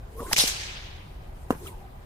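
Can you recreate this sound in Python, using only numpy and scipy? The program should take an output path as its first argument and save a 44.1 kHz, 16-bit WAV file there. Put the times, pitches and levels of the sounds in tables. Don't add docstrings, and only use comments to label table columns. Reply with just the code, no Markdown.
import sys
import numpy as np
from scipy import signal
from scipy.io import wavfile

SR = 44100
rng = np.random.default_rng(int(sys.argv[2]) if len(sys.argv) > 2 else 0)


def dump(signal):
    limited = np.clip(np.atleast_2d(signal).T, -1, 1)
    pcm = np.round(limited * 32767).astype(np.int16)
    wavfile.write(sys.argv[1], SR, pcm)


N = 90404
T = np.arange(N) / SR

# frequency in Hz, relative density in dB.
TRAFFIC_SPECTRUM = [(12, -34), (20, -4), (63, -4), (204, -20.5), (241, -25), (337, -25.5), (377, -26),
                    (759, -24), (1090, -30), (4540, -46.5), (5850, -51), (14700, -49.5), (16000, -45.5)]
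# frequency in Hz, width in Hz, level in dB.
FAR_HUMS = [(371, 8, -63), (809, 8, -66)]
# frequency in Hz, correlation.
MIC_CORRELATION = [(60, 0.98), (180, 0.93), (550, -0.066), (1650, -0.26), (4970, 0.086), (15000, 0.0081)]
# time in seconds, low whistle level in dB,
# its pitch in Hz, high whistle level in dB, its pitch in Hz.
SWING_WHISTLES = [
    [(0.06, -55, 408.6, -80, 836), (0.082, -56, 417, -72, 824), (0.086, -57, 428, -74, 817),
     (0.12, -56, 432, -90, 831), (0.14, -55.5, 431.2, -63, 820), (0.17, -44.5, 443.5, -62, 1035),
     (0.202, -46, 475, -38, 1125), (0.23, -29.5, 448.6, -42.5, 979), (0.246, -62, 451, -44, 1002),
     (0.26, -46, 390, -43.5, 1037), (0.276, -49, 340.4, -49.5, 1043), (0.302, -35, 342.7, -48, 1130),
     (0.306, -37, 342, -45.5, 1130)],
    [(1.525, -29.5, 389.5, -49, 928), (1.559, -78, 371.9, -61, 940), (1.573, -66, 349.5, -78, 901),
     (1.589, -54, 353, -65, 917), (1.601, -69, 357, -79, 956.5), (1.609, -51, 345.7, -58, 995.4),
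     (1.643, -44.5, 387.3, -72, 1010), (1.657, -50, 387.3, -66, 981), (1.715, -48, 371, -52.5, 1000),
     (1.747, -67, 359.4, -50, 847.6), (1.793, -61, 513.6, -58, 785.6), (1.819, -73, 487, -51, 764),
     (1.875, -71, 409, -57.5, 779), (1.893, -77, 429, -82.5, 820), (1.95, -87, 450, -73, 1046)],
]
# time in seconds, level in dB.
HISS_ENVELOPES = [
    [(0.08, -71), (0.124, -64.5), (0.192, -50.5), (0.296, -45), (0.321, -36)],
    [(1.34, -73), (1.35, -79), (1.36, -65.5), (1.438, -63), (1.46, -70), (1.498, -63), (1.503, -51)],
    [(1.525, -52), (1.575, -57), (1.643, -50.5), (1.675, -41), (1.693, -51), (1.717, -60), (1.85, -69.5)],
]
# frequency in Hz, relative density in dB.
HISS_SPECTRUM = [(880, 4), (1500, -9), (2410, -5), (3120, -3), (3920, -7.5), (10900, -0.5), (14900, -5.5),
                 (16000, -8)]
# start in seconds, length in seconds,
# start pitch in Hz, target pitch in Hz, level in dB, right lag in seconds.
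TIP_ZIPS = [(0.191, 0.032, 1900, 1860, -57, .0001), (0.259, 0.029, 1400, 1570, -48, 0.000074),
            (0.265, 0.032, 2300, 1860, -52.5, 0.000069), (0.287, 0.02, 1200, 1397, -44, 0.000076),
            (0.308, 0.033, 1600, 1990, -36, 0.00016), (0.3125, .012, 860, 900, -28, .0001),
            (1.656, 0.0231, 950, 1473, -49, 0.00012), (1.669, .014, 3355, 2630, -43, 0.00011),
            (1.68, 0.022, 2400, 2117, -49.5, 0.00017)]
# start in seconds, level in dB, right lag in seconds, contact in seconds.
THONG_BLOWS = [(0.2042, -24.5, .0001, 0.00077), (0.4376, -19.5, -.0001, 0.0012),
               (1.5057, -5.5, -.00015, 0.00094), (1.5504, -30.5, -.0001, 0.00054)]
# frequency in Hz, relative level in dB, T60 in seconds.
RING_MODES = [(158.7, -35, 0.57), (241, -4.5, 0.03), (997, -20, 0.0258), (2820, -26, .04)]
# peak time in seconds, spray level in dB, spread in seconds,
# right lag in seconds, shock level in dB, early sweep pitch in Hz, late sweep pitch in Hz.
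CRACK_ARRIVALS = [(0.3250, -36, .004, .0001, -36, 1800, 2500),
                  (0.3291, -21, .0015, -.0001, -19, 4600, 4900),
                  (0.3321, -13, .0011, .00003, -14, 100, 4200),
                  (0.3379, -27, .0008, .00002, -22, 100, 1500),
                  (0.3648, -24, .0007, .00005, -17, 1800, 3000),
                  (0.3825, -24, .0012, .0001, -26, 300, 1500),
                  (0.3890, -18, .0008, .00005, -15, 4500, 3000),
                  (0.4790, -23, .003, .0002, -24, 5800, 6300)]
# time in seconds, level before dulling in dB.
WOODS_ENVELOPE = [(0.331, -34.5), (0.336, -27.5), (0.343, -28.5), (0.358, -41), (0.364, -26.5),
                  (0.378, -23.5), (0.382, -17.5), (0.41, -20), (0.468, -27), (0.476, -25.5), (0.483, -25),
                  (0.54, -33.5), (0.75, -43.5), (1.184, -71.5), (1.3, -73.5)]
# frequency in Hz, relative density in dB.
WOODS_SPECTRUM = [(180, -67.5), (300, -18.5), (418, -6.5), (1390, -8), (3130, -1), (4160, -1), (5340, 0.5),
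                  (12700, -10.5), (14700, -49.5), (16000, -10)]
# frequency in Hz, gain rate in dB/s.
DULLING_RATES = [(300, 23), (700, 22.5), (1500, 30.5), (2200, 32), (3500, 23.2), (6000, -5.5), (10000, -56),
                 (15000, -62.5)]
FENCE_ECHOES = [(0.364, 0.0161, 3348, 2016, -20, 0.000201), (0.3825, 0.006, 8800, 6800, -21.5, 0.0000076),
                (0.384, 0.0086, 5000, 2890, -37, 0.00011), (0.393, 0.022, 3900, 2980, -23.5, 0.000018),
                (0.398, 0.019, 4550, 3685, -20, 0.0001), (0.4, .05, 5970, 5220, -26.5, 0.0000092)]


def from_db(db):
    return 10 ** (np.asarray(db) / 20)


def unit_rms(x):
    return x / np.sqrt(np.mean(x ** 2) + 1e-20)


def at_hz(table, hz):
    table_hz, values = np.transpose(table)
    return np.interp(np.log(hz), np.log(table_hz), values)


def drift(rate_hz):
    hop = 40
    pole = np.exp(-2 * np.pi * rate_hz * hop / SR)
    slow = signal.lfilter([1], [1, -2 * pole, pole ** 2], rng.standard_normal(N // hop + 2002))[2000:]
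    return np.interp(np.arange(N) / hop, np.arange(len(slow)), unit_rms(slow))


def band(x, low_hz, high_hz):
    return signal.sosfilt(signal.butter(2, [low_hz, high_hz], "band", fs=SR, output="sos"), x)


def mic_pair(x, lag_s):
    return np.array([np.interp(T + lag_s / 2, T, x), np.interp(T - lag_s / 2, T, x)])


def decay(start_s, t60_s):
    return (T >= start_s) * from_db(-60 * np.maximum(T - start_s, 0) / t60_s)


def stroke_curves(strokes):
    times_s, *columns = np.transpose(np.concatenate(strokes))
    gate = sum((T > rows[0][0]) & (T < rows[-1][0]) for rows in strokes)
    return gate, *[np.interp(T, times_s, column) for column in columns]


def banded_noise(spectrum, flicker_db, dulled_s=0):
    out, power = 0, 0
    edges_hz = 20 * 2 ** (np.arange(31) / 3)
    white = rng.standard_normal((2, 2, N + 8000))
    for k, (low_hz, high_hz) in enumerate(zip(edges_hz, edges_hz[1:])):
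        mid, side = band(white[k % 2], low_hz, high_hz)[:, 8000:]
        hz = np.sqrt(low_hz * high_hz)
        correlation = np.clip(at_hz(MIC_CORRELATION, hz), -.9, .99)
        stereo = np.sqrt(1 + correlation) * mid + np.sqrt(1 - correlation) * side * [[1], [-1]]
        band_db = at_hz(spectrum, hz)
        dulling_db = at_hz(DULLING_RATES, hz) * dulled_s
        out += from_db(band_db + dulling_db + flicker_db * drift(rate_hz=16.7)) * stereo
        power += from_db(band_db) ** 2 * (high_hz - low_hz) * 4 / SR
    return out / np.sqrt(power)


def wavering_tone(hz, width_hz, steady_gain=1.1):
    pole = np.exp(-np.pi * width_hz / SR)
    wander = unit_rms(signal.lfilter([1], [1, -2 * pole, pole ** 2], rng.standard_normal((2, N))))
    phase = 2 * np.pi * np.cumsum(np.broadcast_to(hz, N)) / SR
    return unit_rms((steady_gain + wander[0]) * np.cos(phase) + wander[1] * np.sin(phase))


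def chirp(start_s, length_s, from_hz, to_hz, db, lag_s):
    progress = np.clip((T - start_s) / length_s, 0, 1)
    hump = np.sin(np.pi * np.sqrt(progress))
    hz = to_hz + (from_hz - to_hz) * np.exp(-3 * progress)
    return mic_pair(from_db(db) * hump * wavering_tone(hz, width_hz=380), lag_s)


def traffic():
    return from_db(-42) * banded_noise(TRAFFIC_SPECTRUM, flicker_db=1.52)


def far_hums():
    hums = sum(from_db(db) * wavering_tone(hz, width_hz) for hz, width_hz, db in FAR_HUMS)
    return mic_pair(hums, lag_s=0.00043)


def swings():
    swinging, low_db, low_hz, high_db, high_hz = stroke_curves(SWING_WHISTLES)
    low = from_db(low_db) * wavering_tone(low_hz, width_hz=170)
    high = from_db(high_db) * wavering_tone(high_hz, width_hz=170)
    hissing, hiss_db = stroke_curves(HISS_ENVELOPES)
    hiss = hissing * from_db(hiss_db) * banded_noise(HISS_SPECTRUM, flicker_db=-3.0)
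    zips = sum(chirp(*row) for row in TIP_ZIPS)
    return mic_pair(swinging * (low + high), lag_s=0.000089) + hiss + zips


def thuds(bounce_s=0.00399, bounce_db=-7):
    out = 0
    noise = rng.standard_normal((2, N))
    for start_s, db, lag_s, contact_s in THONG_BLOWS:
        blow, bounce = (np.sin(np.pi * np.clip((T - onset_s) / contact_s, 0, 1)) ** 2
                        for onset_s in (start_s, start_s + bounce_s))
        push = -blow - from_db(bounce_db) * bounce
        peak_s = start_s + contact_s / 2
        ring = sum(from_db(mode_db) * decay(peak_s, t60_s) * np.sin(2 * np.pi * hz * (T - peak_s))
                   for hz, mode_db, t60_s in RING_MODES)
        slap = from_db(-28.5) * decay(start_s, t60_s=0.076) * unit_rms(band(noise, 1700, 18670))
        tail = from_db(-28) * decay(start_s + 0.0036, t60_s=0.17) * unit_rms(band(noise, 250, 1389))
        out += from_db(db) * (mic_pair(push + ring, lag_s) + slap + tail)
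    return out


def cracks(snap_hz=5340, push_db=-12.5):
    out = 0
    for peak_s, spray_db, spread_s, lag_s, shock_db, from_hz, to_hz in CRACK_ARRIVALS:
        offset = np.clip((T - peak_s) / spread_s, -9, 9)
        noise = rng.standard_normal((2, N))
        bright = unit_rms(.75 * band(noise, 2000, 14500) + band(noise, snap_hz * .8, snap_hz * 1.2))
        spray = np.exp(-offset ** 2 / 2) * bright
        cycles = spread_s * offset * ((from_hz + to_hz) / 2 + (to_hz - from_hz) * offset / 6)
        shock = np.exp(-offset ** 2) * (np.sin(2 * np.pi * cycles) - from_db(push_db))
        out += from_db(spray_db) * spray + from_db(shock_db) * mic_pair(shock, lag_s)
    return out


def woods_echo(dull_from_s=0.47, dull_for_s=0.44, crackle_db=1):
    times_s, levels_db = np.transpose(WOODS_ENVELOPE)
    envelope_db = np.interp(T, times_s, levels_db, left=-120, right=-120)
    dulled_s = np.clip(T - dull_from_s, 0, dull_for_s)
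    scatter = banded_noise(WOODS_SPECTRUM, flicker_db=1.5, dulled_s=dulled_s)
    return from_db(envelope_db + crackle_db * drift(rate_hz=264.3)) * scatter


def fence_echo():
    return sum(chirp(*row) for row in FENCE_ECHOES)


def scene():
    background = traffic() + far_hums()
    whip = swings() + thuds() + cracks()
    return background + whip + woods_echo() + fence_echo()


def record(dry, left_louder_db=0.43, stopband_hz=16500):
    leaning = dry * from_db([[left_louder_db / 2], [-left_louder_db / 2]])
    return signal.sosfilt(signal.cheby2(12, 70, stopband_hz, fs=SR, output="sos"), leaning)


dry = scene()
out = record(dry)
dump(out)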